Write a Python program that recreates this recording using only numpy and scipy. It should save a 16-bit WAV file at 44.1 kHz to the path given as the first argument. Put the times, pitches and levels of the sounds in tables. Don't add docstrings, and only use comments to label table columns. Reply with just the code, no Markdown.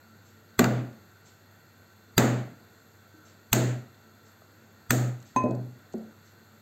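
import sys
import numpy as np
from scipy import signal
from scipy.fft import rfft, irfft
from scipy.io import wavfile
from scipy.ndimage import uniform_filter1d, map_coordinates

SR = 44100
rng = np.random.default_rng(int(sys.argv[2]) if len(sys.argv) > 2 else 0)


def inscribe(sig):
    pcm = np.round(np.clip(np.atleast_2d(sig).T, -1, 1) * 32767)
    wavfile.write(sys.argv[1], SR, pcm.astype(np.int16))


def volts(x):
    e = np.asarray(x, float) / 20
    return 10 ** e


N = 291501
T = np.arange(SR) / SR


def unit(x):
    return x / np.sqrt(np.mean(x ** 2) + 1e-20)


def along(points, hz):
    f, v = np.transpose(points)
    return np.interp(np.log(hz + 1), np.log(f + 1), v)


def noise(spectrum, size, tilt_db=0, humps=()):
    hz = np.fft.rfftfreq(size, 1 / SR)
    level = along(spectrum, hz) + tilt_db * np.log2(hz / 2000 + 0.0907)
    for centre, width, db in humps:
        level += db / (1 + (2 * (hz - centre) / width) ** 2)
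    return unit(irfft(rfft(rng.standard_normal(size)) * volts(level), size))


def wobble(rate):
    return map_coordinates(rng.standard_normal(200), [np.arange(N) * rate / SR % 199])


def add(track, s, sound):
    start = round(s * SR)
    track[start:start + len(sound)] += sound[:len(track) - start]


def ring(modes, attack, spread):
    total = np.zeros(SR)
    for k, (hz, db, t60) in enumerate(modes):
        strength, detune = spread * rng.standard_normal(2)
        decay = volts(db + 5.7 * strength - 60 * T / t60)
        total += (-1) ** (k + 1) * decay * np.sin(2 * np.pi * hz * (1 + 0.0028 * detune) * T)
    return total * (1 - np.exp(-T / attack))


# f/Hz, t60/s
KITCHEN_T60 = [(60, 0.46), (150, 0.56), (400, 0.43), (1000, 0.47), (2500, 0.48), (6000, 0.39),
               (12000, 0.32)]


def echo(spectrum, rise, tilt_db=0):
    hz, t, z = signal.stft(noise(spectrum, SR, tilt_db), SR, nperseg=512)
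    decay = volts(-60 * t / along(KITCHEN_T60, hz)[:, None])
    tail = signal.istft(z * decay, SR, nperseg=512)[1][:SR]
    return tail * (1 - np.exp(-T / rise))


# f/Hz, level/dB
AIR = [(30, -21), (60, 0), (90, 5.5), (200, 2), (500, -2.5), (1000, -6.5), (1450, -6.5), (2200, -12),
       (3000, -20.5), (4200, -21), (7000, -16.5), (11000, -19), (12700, -20), (15500, -25.5)]
# f/Hz, width/Hz, level/dB
HOUSING = [(162, 17, 1.5), (220, 14, 10.5), (347, 18, 5.5), (445.5, 8.9, 5), (1351, 42, 9), (1439, 26, 9.5),
           (1530, 10.6, 15), (1870, 36, 7), (3465, 350, 6.5), (4200, 410, 8), (9960, 390, 6.5),
           (12680, 430, 14.5)]
# f/Hz, level/dB
MOTOR = [(99.5, -63.5), (2681, -84.5), (2729, -81.5), (4527, -85.5), (12236, -99)]


def fridge():
    z = signal.stft(noise(AIR, N + 512, humps=HOUSING), nperseg=512)[2]
    patches = uniform_filter1d(rng.standard_normal(z.shape), 5, 0)
    patches = uniform_filter1d(patches, 12, 1)
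    air = signal.istft(z * volts(0.82 * unit(patches)), nperseg=512)[1][:N]
    out = volts(-57.5 + 0.17 * wobble(1.31)) * air
    t = np.arange(N) / SR
    for hz, db in MOTOR:
        level = volts(db + 3 + 0.7 * wobble(30))
        out += level * np.sin(2 * np.pi * hz * t + 0.25 * wobble(5.5))
    return out


# f/Hz, level/dB
ESCAPEMENT = [(1500, -18), (3000, -12.5), (4300, -13.5), (5600, -7), (6300, -14), (7600, -5.5),
              (10000, -32), (14000, -44)]


def clock():
    out = np.zeros(N)
    metal = [(5580, -5, 0.15), (6300, 3.5, 0.18), (7560, -14, 0.39)]  # f/Hz, level/dB, t60/s
    for step in range(N // SR + 1):
        lines = ring(metal, 0.017, spread=0)
        level_db = -61 + 5 * (step % 2)
        add(out, 0.248 + step, volts(level_db) * (echo(ESCAPEMENT, 0.019) + volts(-5) * lines))
    return out


# t/s, peak level/dB, f/Hz
CRUMBS = [(0.928, -59, 4390), (3.9444, -59, 3600), (4.4094, -59, 12700), (5.2019, -54, 6370),
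          (5.216, -60, 6400), (5.226, -49, 6600), (5.436, -48.5, 6800), (5.445, -50, 7000),
          (5.4874, -56, 6400), (5.508, -48.5, 6580), (5.5134, -56, 3210), (5.55, -51, 7500),
          (5.9243, -50, 6500), (5.934, -48.5, 6600), (5.9807, -51.5, 7460)]


def crumbs():
    out = np.zeros(N)
    t = T[:2048]
    for s, db, hz in CRUMBS:
        tick = noise([(hz / 5.3, -16), (hz, 0), (hz * 1.6, -6), (hz * 2.2, -24)], 2048)
        add(out, s, volts(db - 60 * t / 0.022) * (1 - np.exp(-t / 0.00056)) * tick)
    return out


HEAD_HZ = 1023
# f/Hz, level/dB, t60/s
HEAD = [(856, -5.5, 0.028), (HEAD_HZ, 3.2, 0.19), (1755, -29.5, 0.17), (2035, -30.5, 0.09),
        (2540, -14, 0.12), (2565, -28, 0.37), (3900, -30, 0.044), (6380, -15, 0.086), (8290, -34, 0.096)]
# f/Hz, level/dB
CLACK = [(500, 11), (2000, 5.5), (4200, -7), (6500, -5.5), (9500, 1.5), (12000, -14)]


def head_lands():
    clack = volts(-19 - 60 * T / 0.081) * noise(CLACK, SR)
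    head = ring(HEAD, 0.0023, spread=0) + clack
    walls = volts(-60 * T / 0.85) * echo([(100, -32), (2000, -0.5), (6000, -10), (9000, -8.5)], 0.0033)
    head += volts(-8) * signal.fftconvolve(head, walls / np.linalg.norm(walls))[:SR]
    out = np.zeros(N)
    add(out, 5.362, volts(-12.5) * head)
    return out


# f/Hz, level/dB, t60/s
THUD = [(241, 3.5, 0.079), (481, -9, 0.046), (773, -4.5, 0.027)]
# t/s, wood level/dB, softness f/Hz, thud level/dB, table drum level/dB
RESTS = [
    (5.362, -28.5, 1500, -15.5, -30),
    (5.4383, -23, 940, -16.5, -26.5),
    (5.455, -27.5, 980, -40.5, -44),
    (5.511, -33, 705, -24, -40),
    (5.939, -39.5, 900, -30, -62),
    (5.973, -44.5, 593, -44, -69),
]


def rests():
    out = head_lands()
    for s, wood_db, soft_hz, thud_db, _ in RESTS:
        wood = volts(wood_db) * (volts(-4) * ring(BOARD, 0.0094, spread=0.76) + echo(BOOM, 0.00074))
        cushion = signal.butter(3, max(soft_hz, 300), fs=SR, output="sos")
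        modes = [(hz * (soft_hz / 900) ** 0.21, db, t60) for hz, db, t60 in THUD]
        thud = volts(thud_db) * ring(modes, 0.0028, spread=0)
        add(out, s, signal.sosfilt(cushion, wood) + thud)
    return out


def jolts():
    out = np.zeros(N)
    push = T / 0.0025 * np.exp(1 - T / 0.0015)
    damping = volts(-56 * T - 60 * (T / 0.47) ** 2.8)
    drum = damping * np.sin(2 * np.pi * 123.9 * T) * (1 - np.exp(-T / 0.003))
    for s, crack_db, *_ in BLOWS:
        jolt = volts(-1 + 1.35 * crack_db) * push + volts(-15.5 + 0.31 * crack_db) * drum
        add(out, s + 0.0013, jolt)
    s, _, knock_db = HOPS[-1]
    add(out, s + 0.0056, volts(knock_db - 16) * drum)
    for s, _, _, thud_db, drum_db in RESTS:
        add(out, s, volts(thud_db - 15) * push + volts(drum_db) * drum)
    return out


# t/s, f/Hz, level/dB, t60/s
TONES = [(0.593, 1173, -5, .037), (0.594, 250, -6, 0.058), (2.1826, 200, -30, 0.096),
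         (0.6427, 4700, -18, 0.012), (0.659, 1406, -12.5, 0.022), (2.179, 4786, -15, 0.04),
         (2.1803, 1750, -12, 0.015), (3.141, 311, -51.5, 0.35), (3.5291, 2680, -2.5, 0.0073),
         (4.42, 620, -42, 0.016), (4.419, 1260, -43.5, .018), (4.9055, 1263, -8, 0.035),
         (4.93, 255, -22, .3), (4.9059, 1790, -7, 0.016), (5.362, 800, -12.5, .02), (5.44, 603, -19.5, .17),
         (5.498, 250, -31, 0.21), (5.941, 368, -28.5, 0.15), (5.941, 221, -31, .36)]


def table():
    out = jolts()
    for s, hz, db, t60 in TONES:
        add(out, s, ring([(hz, db, t60)], 0.00039, spread=0))
    walls = echo([(300, -0.5), (1200, -0.5), (2100, -3), (4700, -2.5)], 0.002)
    out += volts(-12) * signal.fftconvolve(out, walls / np.linalg.norm(walls))[:N]
    return out


# t/s, crack level/dB, knock level/dB, late room level/dB, tilt/(dB per octave)
BLOWS = [
    (0.5915, -5.5, -10.5, -31, -3),
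    (2.1789, -3, -14.5, -13, -1),
    (3.5293, -5, -22, -15.5, 0.25),
    (4.9056, -8, -25.5, -20.5, 1.5),
]
# t/s, crack level/dB, knock level/dB
HOPS = [
    (0.641, -13, -22),
    (0.653, -36, -24),
]


def contacts():
    rows = []
    for s, crack, knock in HOPS:
        rows.append((s, crack, knock, knock - 30, crack - 48.5, -4.5))
    for s, crack, knock, late, tilt in BLOWS:
        rows.append((s, crack, knock, knock + 2, crack - 18.5, tilt))
        rows.append((s + 0.018, late - 15, late - 12.5, late, late - 10.5, 5.7 * tilt))
    return rows


# f/Hz, level/dB, t60/s
BOARD = [(178, 1, 0.094), (221, 0, 0.25), (250, 3.5, 0.24), (309, -16, 0.54), (367, -2, 0.14),
         (436.3, -6, 0.24), (576, -9.5, 0.27), (661, -5, 0.16), (744, -4, 0.1), (1207, -35, .04),
         (1470, -2, 0.033)]
# f/Hz, level/dB
SHELL = [(300, -70), (800, 0.5), (1400, 3), (3000, -7), (5000, -9), (7000, 1.5), (10000, -5.5),
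         (14000, -14), (18000, -29)]
# f/Hz, width/Hz, level/dB
HUSK = [(1760, 153, 2.5), (2590, 540, 4.5), (4700, 310, 0.5), (6900, 4100, -3.5), (13740, 1400, 10)]
# f/Hz, level/dB
BOOM = [(30, 0), (80, -15.5), (125, -9), (230, 2.5), (400, -3), (700, -6), (1000, -22), (2000, -22.5),
        (4000, -37.5)]


def blows():
    out = np.zeros(N)
    splinter = (1 - np.exp(-T / 0.0013)) * (np.exp(-(T / 0.0038) ** 4) + 0.55 * volts(-60 * T / 0.077))
    burst = np.exp(-((T - 0.0028) / 0.0015) ** 2)
    for s, crack_db, knock_db, boom_db, bright_db, tilt_db in contacts():
        crack = splinter * noise(SHELL, SR, tilt_db, HUSK)
        shatter = burst * noise(SHELL, SR, tilt_db + 3, HUSK)
        add(out, s, volts(crack_db) * (0.76 * crack + 0.78 * shatter))
        add(out, s, volts(knock_db) * ring(BOARD, 0.0024, spread=0.96))
        add(out, s, volts(boom_db) * echo(BOOM, 0.0063))
        add(out, s, volts(bright_db) * echo(SHELL, 0.0006, tilt_db))
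    return out


def scene():
    return (fridge() + clock() + crumbs() + rests() + table() + blows())[None]


# upper edge f/Hz, gain level/dB
STEPS = [(45, -19.5), (75, -26), (950, 0), (1300, -1), (2050, 1.5), (3400, 0), (4050, 3), (4750, 4.5),
         (6150, -3.5), (7700, 2), (8550, -3), (11600, -19), (13000, -3), (15800, 0.5), (16300, -16)]


def equalise(x, reach):
    edges, gain_db = np.transpose(STEPS)
    hz = np.fft.rfftfreq(8192, 1 / SR)
    gain = np.append(volts(gain_db), 0)[np.searchsorted(edges, hz)]
    taps = np.fft.fftshift(irfft(gain))
    lag = np.abs(np.arange(8192) - 4096) / SR
    window = np.clip((reach - lag) / 0.0058, 0, 1)
    return signal.fftconvolve(x, taps * window, "full")[4096:4096 + N]


def squeeze(x, knee_db, share, release_db):
    slope = release_db * np.arange(N) / SR
    level = 10 * np.log10(np.abs(uniform_filter1d(x ** 2, size=100, origin=25)) + 1e-12)
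    held = np.maximum.accumulate(level + slope) - slope
    excess = uniform_filter1d(np.maximum(held - knee_db, 0), size=40)
    return x * volts(-share * excess)


def low_pass(x):
    return signal.sosfilt(signal.butter(12, 16810, fs=SR, output="sos"), x)


def record(dry):
    coloured = equalise(dry[0], reach=0.016)
    mix = squeeze(coloured, knee_db=-24.5, share=0.44, release_db=118)
    return low_pass(mix[None])


dry = scene()
out = record(dry)
inscribe(out)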